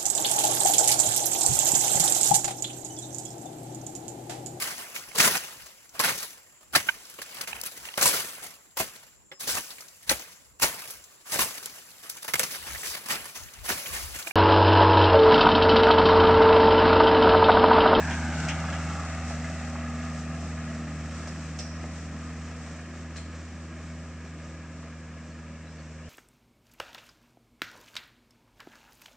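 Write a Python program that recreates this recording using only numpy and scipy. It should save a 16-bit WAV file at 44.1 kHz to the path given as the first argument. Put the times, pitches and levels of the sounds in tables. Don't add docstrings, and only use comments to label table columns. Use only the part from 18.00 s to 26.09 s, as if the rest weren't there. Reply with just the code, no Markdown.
import sys
import numpy as np
from scipy import signal
from scipy.fft import rfft, irfft, next_fast_len
from scipy.io import wavfile
from scipy.ndimage import map_coordinates

SR = 44100
rng = np.random.default_rng(int(sys.argv[2]) if len(sys.argv) > 2 else 0)


def int16_out(signal):
    q = np.round(np.clip(np.atleast_2d(signal).T, -1, 1) * 32767)
    wavfile.write(sys.argv[1], SR, q.astype(np.int16))


N = 356765

# time_s, rate_hz (firings per second)
ENGINE_PACE = [(0.0, 80.3), (0.48, 79.3), (0.72, 80.9), (0.88, 79.6), (1.0, 81.0), (1.12, 79.9),
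               (1.2, 80.9), (1.36, 79.1), (1.52, 81.4), (1.64, 79.2), (1.72, 80.5), (1.92, 79.2),
               (2.04, 81.0), (2.16, 78.9), (2.36, 79.9), (2.88, 79.0), (2.96, 77.5), (3.2, 80.1),
               (3.32, 80.2), (3.6, 77.7), (3.72, 80.4), (4.04, 80.0), (4.16, 78.7), (4.28, 81.0),
               (4.4, 79.7), (4.52, 81.2), (4.64, 79.8), (5.04, 81.6), (5.12, 79.8), (5.48, 81.7),
               (5.6, 80.2), (6.0, 80.8), (6.16, 80.0), (6.32, 80.6), (6.44, 79.2), (6.52, 80.1),
               (7.56, 79.0), (7.68, 79.5), (7.8, 78.3), (8.08, 79.7)]


def crankshaft():
    wander_hz = 0.1013
    return np.cumsum(curves(ENGINE_PACE)[0] + wander_hz * wobble(9)) / SR


# level_db (rms at the start, before the swell), fall_db (per tenfold distance), waver_db (random)
EXHAUST_TONES = [(-32.5, 17.5, 0.3), (-35, 17, 0.5), (-37.9, 16.5, 0.5)]
# time_s, first_db, second_db, third_db (change of each tone)
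TONE_SWELL = [(0.0, 0.0, -1.0, -4.5), (0.28, 0.5, -2.5, 1.5), (0.44, -2.0, 3.0, -4.0),
              (0.76, 0.0, -0.5, -5.5), (0.88, 0.5, 1.5, -1.5), (1.0, 0.0, -1.5, -7.5),
              (1.28, 0.5, -2.0, 1.0), (1.44, 0.0, 2.0, 0.5), (1.56, 0.0, -3.0, -3.0),
              (1.64, -1.0, -2.5, 2.0), (1.96, 1.0, -0.5, 4.0), (2.28, -1.0, 2.0, 2.5),
              (2.44, 2.0, 2.0, -1.0), (2.76, -1.5, 1.5, 6.0), (2.96, 0.0, 1.5, 0.0), (3.12, 1.5, -1.0, 0.5),
              (3.36, -1.0, 1.5, -1.5), (3.84, 1.5, -0.5, 0.5), (3.92, 0.0, 0.0, -2.5),
              (4.2, 0.0, -0.5, 0.5), (4.44, 1.0, -0.5, 0.5), (4.88, -2.5, -2.0, -1.5),
              (5.2, 2.0, -2.0, 0.5), (5.52, -0.5, -4.0, -3.5), (5.68, -1.0, 0.0, -1.5),
              (5.76, 0.5, -4.0, -1.5), (5.92, 1.0, 1.5, 0.0), (6.08, 0.0, -2.5, -1.5),
              (6.44, -1.0, -0.5, -2.0), (7.52, -1.0, -2.0, -0.5), (7.72, -2.5, -1.0, -3.5),
              (8.08, 0.0, -1.0, -1.0)]
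# multiple (of the firing rate), level_db (relative, before waver and mixing)
WEAK_TONES = [(1.251, -11), (1.498, -19), (2.248, -12), (2.499, -7), (3.251, -13), (3.55, -2.5),
              (3.751, -12.5), (4, -7.5), (4.5, -8), (5.75, -11), (6.002, -18.5), (6.502, -22)]
# (relative, per Hz)
MUFFLER_COLOUR = [(20, -25), (45, -21), (80, -10.5), (120, -11), (160, -6), (195, 2), (240, -3.5),
                  (290, -0.5), (340, -3), (410, -17.5), (600, -38), (1200, -72)]
# time_s, lift_db
BOOM_DRIFT = [(0, -1), (.6, -1), (.9, -2), (1.55, -2.5), (2.2, 0.5), (3.1, .5), (4.3, 1.5), (5.3, 1),
              (6.1, 1), (6.7, 0.5), (8.09, -0.5)]
BOOM_DB, BOOM_FALL_DB = -41.5, 18.5
LOPE = 0.16


def exhaust(firing):
    turn = 2 * np.pi * firing
    drone = np.zeros(N)
    settings = zip(EXHAUST_TONES, curves(TONE_SWELL))
    for k, ((db, fall_db, waver_db), swell_db) in enumerate(settings, 1):
        tone = np.sin(k * turn - 1.94 * k ** 2 + 0.1 * wobble(6))
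        drone -= receding(db + swell_db + waver_db * wobble(12), fall_db) * tone
    weak = np.zeros(N)
    for k, db in WEAK_TONES:
        level = amp(db + 2.8 * wobble(4.9))
        phase = 2 * np.pi * rng.random() + 0.16 * k * wobble(7)
        weak += level * np.sin(k * turn + phase)
    strokes = puffs(firing, depth_db=4, cylinder_db=-1.0, scatter_db=1.2)
    boom = coloured(strokes, MUFFLER_COLOUR)
    boom = unit(boom + amp(-6) * reflection(boom))
    boom_gain = receding(BOOM_DB + curves(BOOM_DRIFT)[0] + surges()[0], BOOM_FALL_DB)
    lope = 1 + LOPE * np.cos(turn / 4)
    return np.sqrt(2) * lope * drone + boom_gain * (boom + amp(-4.0) * weak)


# (relative, per Hz)
BLOCK_COLOUR = [(200, -40), (400, -21), (500, -7.5), (660, -1.5), (790, -7), (950, -1), (1250, -3),
                (1650, -0.5), (1900, -2.5), (2600, -7.5), (3200, -18), (4200, -25.5), (6000, -35),
                (9000, -72)]
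# time_s, level_db (against the clatter)
COVER_STRENGTH = [(0, -21), (.5, -10), (1.0, -10), (1.15, -10.5), (1.6, -14.5), (1.85, -6.5), (2.07, -5.5),
                  (2.25, -6.5), (3.0, -14), (4.5, -15.5), (8.09, -12.5)]
CLATTER_DB, CLATTER_FALL_DB = -37.5, 23.5


def block(firing):
    strokes = puffs(firing, depth_db=2.5, cylinder_db=2.0, scatter_db=0.5)
    blows = strokes + amp(-7.0) * knocking(firing, t60=0.043)
    clatter = coloured(blows, BLOCK_COLOUR)
    # (Hz, dB)
    echo_colour = [(300, 2.0), (900, -4.5), (1400, -12.5), (2200, -10.5), (3000, -15)]
    echo = filtered(reflection(clatter), lambda hz: amp(along(echo_colour, hz)))
    panels = amp(curves(COVER_STRENGTH)[0]) * covers(blows)
    gain = receding(CLATTER_DB + surges()[1] + 0.51 * wobble(12), CLATTER_FALL_DB)
    return gain * unit(unit(clatter + echo) + panels)


def knocking(firing, t60):
    starts = np.flatnonzero(np.diff(firing.astype(int)))
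    t = np.arange(SR // 16) / SR
    out = np.zeros(N)
    for cylinder in range(4):
        blows = np.zeros(N)
        blows[starts[cylinder::4]] = 1
        answer = rng.standard_normal(len(t)) * amp(-60 * t / t60)
        out += signal.fftconvolve(blows, answer)[:N]
    return unit(out * amp(1.1 * wobble(60)))


# centre_hz, width_hz, level_db (relative, before its random swell)
COVER_MODES = [(642, 46, -8), (756, 27, -13), (1229, 38, 6), (1315, 36, 1.5), (1685, 67, 0.5),
               (2205, 57, -3), (2740, 150, -9.5)]


def covers(blows):
    panels = np.zeros(N)
    for centre_hz, width_hz, db in COVER_MODES:
        panels += amp(db + 3 * wobble(9)) * resonance(blows, centre_hz, width_hz)
    return unit(panels)


# time_s, delay_ms, level_db (before each source's own echo setting)
TRAILER_ECHO = [(0, 1.17, 3), (.2, 1.3, -1.5), (.45, 1.4, 1), (1, 1.54, 0), (2, 1.576, 3.5), (4, 1.61, -1),
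                (8.09, 1.74, -2.5)]


def reflection(x):
    delay_ms, echo_db = curves(TRAILER_ECHO)
    n = np.arange(N)
    return amp(echo_db) * np.interp(n - delay_ms * SR / 1000, n, x)


# time_s, level_db (rms), pitch_hz (centre)
FLANK_RASP = [(0, -41.5, 1615), (.2, -42.5, 1606), (.45, -42.5, 1480), (.7, -47.5, 1344), (1.0, -44, 1251),
              (1.3, -75, 1253), (2, -100, 1240)]
FLANK_HZ, FLANK_WIDTH_HZ = 1510, 130
HOLLOW_HZ, HOLLOW_WIDTH_HZ, HOLLOW_DB, HOLLOW_FALL_DB = 771, 67, -44, 40.5


def engine_bay(firing):
    level_db, pitch_hz = curves(FLANK_RASP)
    blows = puffs(firing, depth_db=4.0, cylinder_db=3.0, scatter_db=1.5)
    band = resonance(blows, FLANK_HZ, FLANK_WIDTH_HZ)
    shift = np.exp(2j * np.pi * np.cumsum(pitch_hz - FLANK_HZ) / SR)
    rasp = amp(level_db) * np.real(signal.hilbert(band) * shift)
    hollow = resonance(blows, HOLLOW_HZ, HOLLOW_WIDTH_HZ)
    return rasp + receding(HOLLOW_DB, HOLLOW_FALL_DB) * hollow


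# (relative, per Hz)
HISS_COLOUR = [(1500, 1), (3000, -2.5), (4400, -4), (5200, 0.5), (5800, 2.5), (6500, -0.5), (7600, 1),
               (8100, -4.5), (8400, -13.5), (8800, -9.5), (9300, -25), (10000, -28.5), (15000, -34.5)]
HISS_DB, HISS_FALL_DB = -45.5, 21.5
TICK_DB, TICK_FALL_DB, TICK_DECAY_DB = -7, 12, 16


def hiss(firing):
    spray = puffs(firing, depth_db=-1.0, cylinder_db=0.0, scatter_db=0.62)
    tick = unit(amp(-TICK_DECAY_DB * (firing % 4)) * rng.standard_normal(N))
    source = spray + receding(TICK_DB, TICK_FALL_DB) * tick
    gain = receding(HISS_DB + surges()[2] + 1.37 * wobble(11), HISS_FALL_DB)
    return gain * coloured(source, HISS_COLOUR)


def puffs(firing, depth_db, cylinder_db, scatter_db):
    count = firing.astype(int)
    cylinder = np.array([-0.031, -0.12, 0.17, 0.23])[count % 4]
    size_db = cylinder_db * cylinder + scatter_db * rng.standard_normal(1024)[count]
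    return unit(amp(size_db - depth_db * (firing % 1)) * rng.standard_normal(N))


# time_s, width_s, boom_db, clatter_db, hiss_db (change of each)
NOISE_SURGES = [(.12, 0.026, 2, 3.5, 0), (.43, 0.068, 4, 0, 3.5), (0.719, 0.078, 0.5, 2, 0.5),
                (1.3, 0.043, 1, 1, 4), (2.85, 0.41, 2, .5, 1), (1.54, 0.029, 3, -1.5, 2),
                (2.2, .04, -3, -1.5, 2), (2.45, .06, 1.5, -1.5, 1.5), (3.28, 0.14, 1.5, 0, 3),
                (3.84, 0.02, 5, 2.5, 0), (4.5, 1, 0.5, 0.6, 2)]


def surges():
    t = np.arange(N) / SR
    lift_db = 0
    for s, width, *peaks_db in NOISE_SURGES:
        lift_db = lift_db + np.outer(peaks_db, np.exp(-((t - s) / width) ** 2))
    return lift_db


START_M, ASIDE_M, DRIVE_M_PER_S = 5.27, 3.22, 3.086


def receding(db, fall_db):
    distance_m = np.hypot(ASIDE_M, START_M + DRIVE_M_PER_S * np.arange(N) / SR)
    return amp(db - fall_db * np.log10(distance_m / distance_m[0]))


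# start_s, level_db (before a 6.5 dB cut),
# focus_hz (strongest), ring_db (relative), ring_t60_s, thud_db (boards, relative)
FITTING_CLANKS = [(0.107, -44, 2790, -9, .3, 16), (0.131, -43, 6950, -14, .3, -3),
                  (0.484, -34, 5470, -10, 0.18, 12), (.496, -44, 2420, 10, 0.1, 8),
                  (0.507, -47, 2950, 17, .1, 5), (0.683, -51, 2700, 5, .1, 9),
                  (.728, -43, 2450, 2, 0.11, 13), (2.022, -50, 2700, -7, .3, 10),
                  (2.06, -60, 5600, -1, 0.27, 10), (3.272, -43.5, 5400, 5, 0.12, 2),
                  (3.587, -37, 5300, 6, 0.14, 3), (3.597, -46.5, 5620, 6.5, 0.69, 8),
                  (5.158, -50, 4290, 7, 0.32, 10), (5.165, -49, 7400, 3.5, 0.29, 9),
                  (5.175, -58, 3400, 8, .42, 13)]
# (relative, per Hz)
SCRAPE_COLOUR = [(1000, -14), (2600, -5), (3500, -4), (4300, 1.5), (5800, 13.5), (7600, 7), (8800, -8),
                 (10000, -15), (12000, -32), (15000, -49)]
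# (relative, per Hz)
BOARD_COLOUR = [(150, -24), (400, -13), (650, -7), (1000, -13), (1500, 3.5), (2500, 5), (3400, -1),
                (6000, -49)]
# start_s, level_db (before a 3 dB cut), pitch_hz, t60_s
LOG_KNOCKS = [(.408, -41, 780, 0.044), (.640, -26.5, 1200, 0.032), (.685, -27, 1340, 0.053),
              (.724, -31, 1310, 0.032), (1.306, -28.5, 693, 0.037), (1.444, -32, 1710, 0.06),
              (1.755, -27, 1125, 0.021), (3.275, -28, 766, 0.016), (3.592, -39.5, 593, 0.19),
              (3.841, -33.5, 600, 0.053), (4.514, -47, 710, 0.032), (6.829, -38, 1150, .02)]


def trailer():
    out, t = np.zeros(N), np.arange(SR // 2) / SR
    rise = 1 - np.exp(-t / 0.003)
    for s, db, focus_hz, ring_db, ring_t60, thud_db in FITTING_CLANKS:
        scrape_decay = amp(-60 * t / 0.051) + amp(10.5 - 60 * t / 0.036)
        scrape = coloured(rng.standard_normal(len(t)), SCRAPE_COLOUR) * scrape_decay
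        thud = coloured(rng.standard_normal(len(t)), BOARD_COLOUR) * amp(thud_db - 60 * t / 0.14)
        steel = amp(ring_db) * rattle(t, focus_hz, ring_t60)
        add(out, s, amp(db - 6.5) * rise * (scrape + thud + steel))
    knock_rise = 1 - np.exp(-t / 0.0005)
    for s, db, hz, t60 in LOG_KNOCKS:
        add(out, s, amp(db - 3) * knock_rise * log_ring(t, hz, t60, scatter_db=1.5))
    return out


# centre_hz, width_hz, level_db (relative, before the focus)
STEEL_MODES = [(2260, 200, -7), (2490, 99, 0), (2670, 90, 1), (2930, 130, 1), (3246, 90, 2), (4140, 280, 2),
               (4450, 360, -3), (5080, 140, 2), (5470, 130, -2), (5700, 130, 4), (6780, 110, -13),
               (7310, 170, 0), (8800, 200, 0)]
FOCUS_DB_PER_OCTAVE = 37


def rattle(t, focus_hz, t60):
    def response(f):
        total = 0
        for k, (hz, width, db) in enumerate(STEEL_MODES):
            focused_db = db - FOCUS_DB_PER_OCTAVE * abs(np.log2(hz / focus_hz))
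            mode = 1j * f * width / (hz * hz - f * f + 1j * f * width)
            total = total + (-1) ** k * amp(focused_db) * mode
        dull = 1 / np.sqrt(1 + (f / 9200) ** 12)
        return total * dull
    return unit(filtered(rng.standard_normal(len(t)), response)) * amp(-60 * t / t60)


# multiple (of its pitch), level_db (relative, before scatter), life (multiple of its t60)
WOOD_MODES = [(.66, -15, 1.5), (0.831, -6.5, 1.2), (0.999, -0.5, 1), (1.22, -1, .8), (1.62, -12.5, .6),
              (2.55, -17, .5)]


def log_ring(t, hz, t60, scatter_db):
    modes = [(hz * ratio, db, t60 * life) for ratio, db, life in WOOD_MODES]
    return ring(modes, t, scatter_db)


def jostle(count):
    out, t = np.zeros(N), np.arange(SR // 14) / SR
    touch = 1 - np.exp(-(t / 0.00076) ** 2)
    for when, softness, pitch in rng.random((count, 3)):
        tap = log_ring(t, hz=720 * (1 + 0.8 * pitch), t60=0.06, scatter_db=3.0)
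        add(out, when * N / SR, amp(-10 * softness) * touch * tap)
    return receding(db=-53.5, fall_db=35.0) * unit(out)


# pitch_hz, t60_s
FOREST_DECAY = [(100, 0.25), (1000, 0.43), (5000, 0.79), (12000, 0.3)]


def forest(x):
    hz, t, z = signal.stft(rng.standard_normal(SR // 2), SR, nperseg=256)
    decay = amp(-60 * t / along(FOREST_DECAY, hz)[:, None])
    tail = signal.istft(z * decay, SR, nperseg=256)[1]
    return signal.fftconvolve(x, tail / np.linalg.norm(tail))[:N]


# start_s, length_s, pitch_hz, glide_hz_per_s, level_db (peak)
BIRD_CALLS = [(7.285, .06, 4330, -500, -67), (7.645, .06, 4000, -600, -63), (7.673, 0.079, 5130, -500, -62),
              (7.758, .08, 4510, -1200, -64), (7.99, 0.12, 2400, 7500, -58.5)]


def bird():
    out = np.zeros(N)
    for s, length, hz, glide, db in BIRD_CALLS:
        t = np.arange(round(length * SR)) / SR
        pitch_hz = hz + glide * t + 45 * wobble(200)[:len(t)]
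        whistle = np.sin(2 * np.pi * np.cumsum(pitch_hz) / SR)
        add(out, s, amp(db) * np.hanning(len(t)) * whistle)
    return out


# (relative, per Hz)
AIR_COLOUR = [(20, 2), (60, -9), (200, -3), (400, 7.5), (560, 13.5), (850, -6.5), (2500, -1.5), (4200, -19),
              (6000, -13), (8000, -38), (9500, -37), (15000, -57)]
# (relative, per Hz)
BREEZE_COLOUR = [(20, 4), (40, 1), (70, -11), (150, -14), (600, -22), (1500, -59)]


def air():
    wash = coloured(rng.standard_normal(N), AIR_COLOUR)
    breeze = coloured(rng.standard_normal((2, N)), BREEZE_COLOUR)
    return amp(-55.5) * wash + amp(-81) * breeze


def amp(db):
    return 10 ** (np.asarray(db) / 20)


def unit(x):
    return x / np.sqrt(np.mean(x ** 2) + 1e-20)


def along(points, hz):
    f, v = np.transpose(points)
    return np.interp(np.log(hz + 1), np.log(f + 1), v)


def curves(rows):
    s, *cols = np.transpose(rows)
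    return [np.interp(np.arange(N) / SR, s, c) for c in cols]


def wobble(rate):
    return map_coordinates(rng.standard_normal(2048), [np.arange(N) * rate / SR], mode="wrap")


def filtered(x, response):
    n = x.shape[-1]
    m = next_fast_len(n + 8192)
    return irfft(rfft(x, m) * response(np.fft.rfftfreq(m, 1 / SR)), m)[..., :n]


def coloured(x, spectrum):
    return unit(filtered(x, lambda hz: amp(along(spectrum, hz))))


def resonance(x, centre_hz, width_hz):
    return unit(filtered(x, lambda hz: 1 / (1 + 1j * (hz - centre_hz) / width_hz) ** 2))


def ring(modes, t, scatter_db):
    out = np.zeros(len(t))
    for hz, db, t60 in modes:
        level = amp(db + scatter_db * rng.normal() - 60 * t / t60)
        out += level * np.sin(2 * np.pi * (hz * t + rng.random()))
    return out


def add(track, s, sound):
    part = track[round(s * SR):][:len(sound)]
    part += sound[:len(part)]


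def scattered(x):
    turns = np.cumsum(rng.random(400))
    knots_hz = np.linspace(0, SR / 2, len(turns))
    return filtered(x, lambda hz: np.exp(-2j * np.pi * np.interp(hz, knots_hz, turns)))


# pitch_hz, level_db (side against mid)
STEREO_WIDTH = [(60, -35), (250, -30.5), (600, -24), (1300, -27), (2400, -18.5), (3200, -4), (4200, 1.5),
                (5700, -3), (7000, -0.5), (8400, 3), (12000, 0.5)]


def scene():
    firing = crankshaft()
    machine = block(firing) + engine_bay(firing) + trailer() + jostle(count=220) + bird()
    body = exhaust(firing) + machine + amp(-12.0) * forest(machine)
    mid = body + hiss(firing)
    side = filtered(scattered(body) + hiss(firing), lambda hz: amp(along(STEREO_WIDTH, hz)))
    return np.array([mid + side, mid - side]) + air()


# pitch_hz, level_db (left minus right)
PORT_TILT = [(100, -0.1), (1000, -0.2), (1900, 0.5), (2800, 1), (4000, 3), (5200, -2.5), (6200, -3.5),
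             (7500, 3.5), (12000, 0.5)]
TOP_HZ = 15150


def record(dry):
    lag_ms = 0.01

    def ports(hz):
        colour = amp(np.outer([1, -1], along(PORT_TILT, hz)) / 2)
        timing = np.exp(np.outer([-1j, 1j], np.pi * hz * lag_ms / 1000))
        return colour * timing
    return filtered(dry, lambda hz: ports(hz) * (hz < TOP_HZ))


dry = scene()
out = record(dry)
int16_out(out)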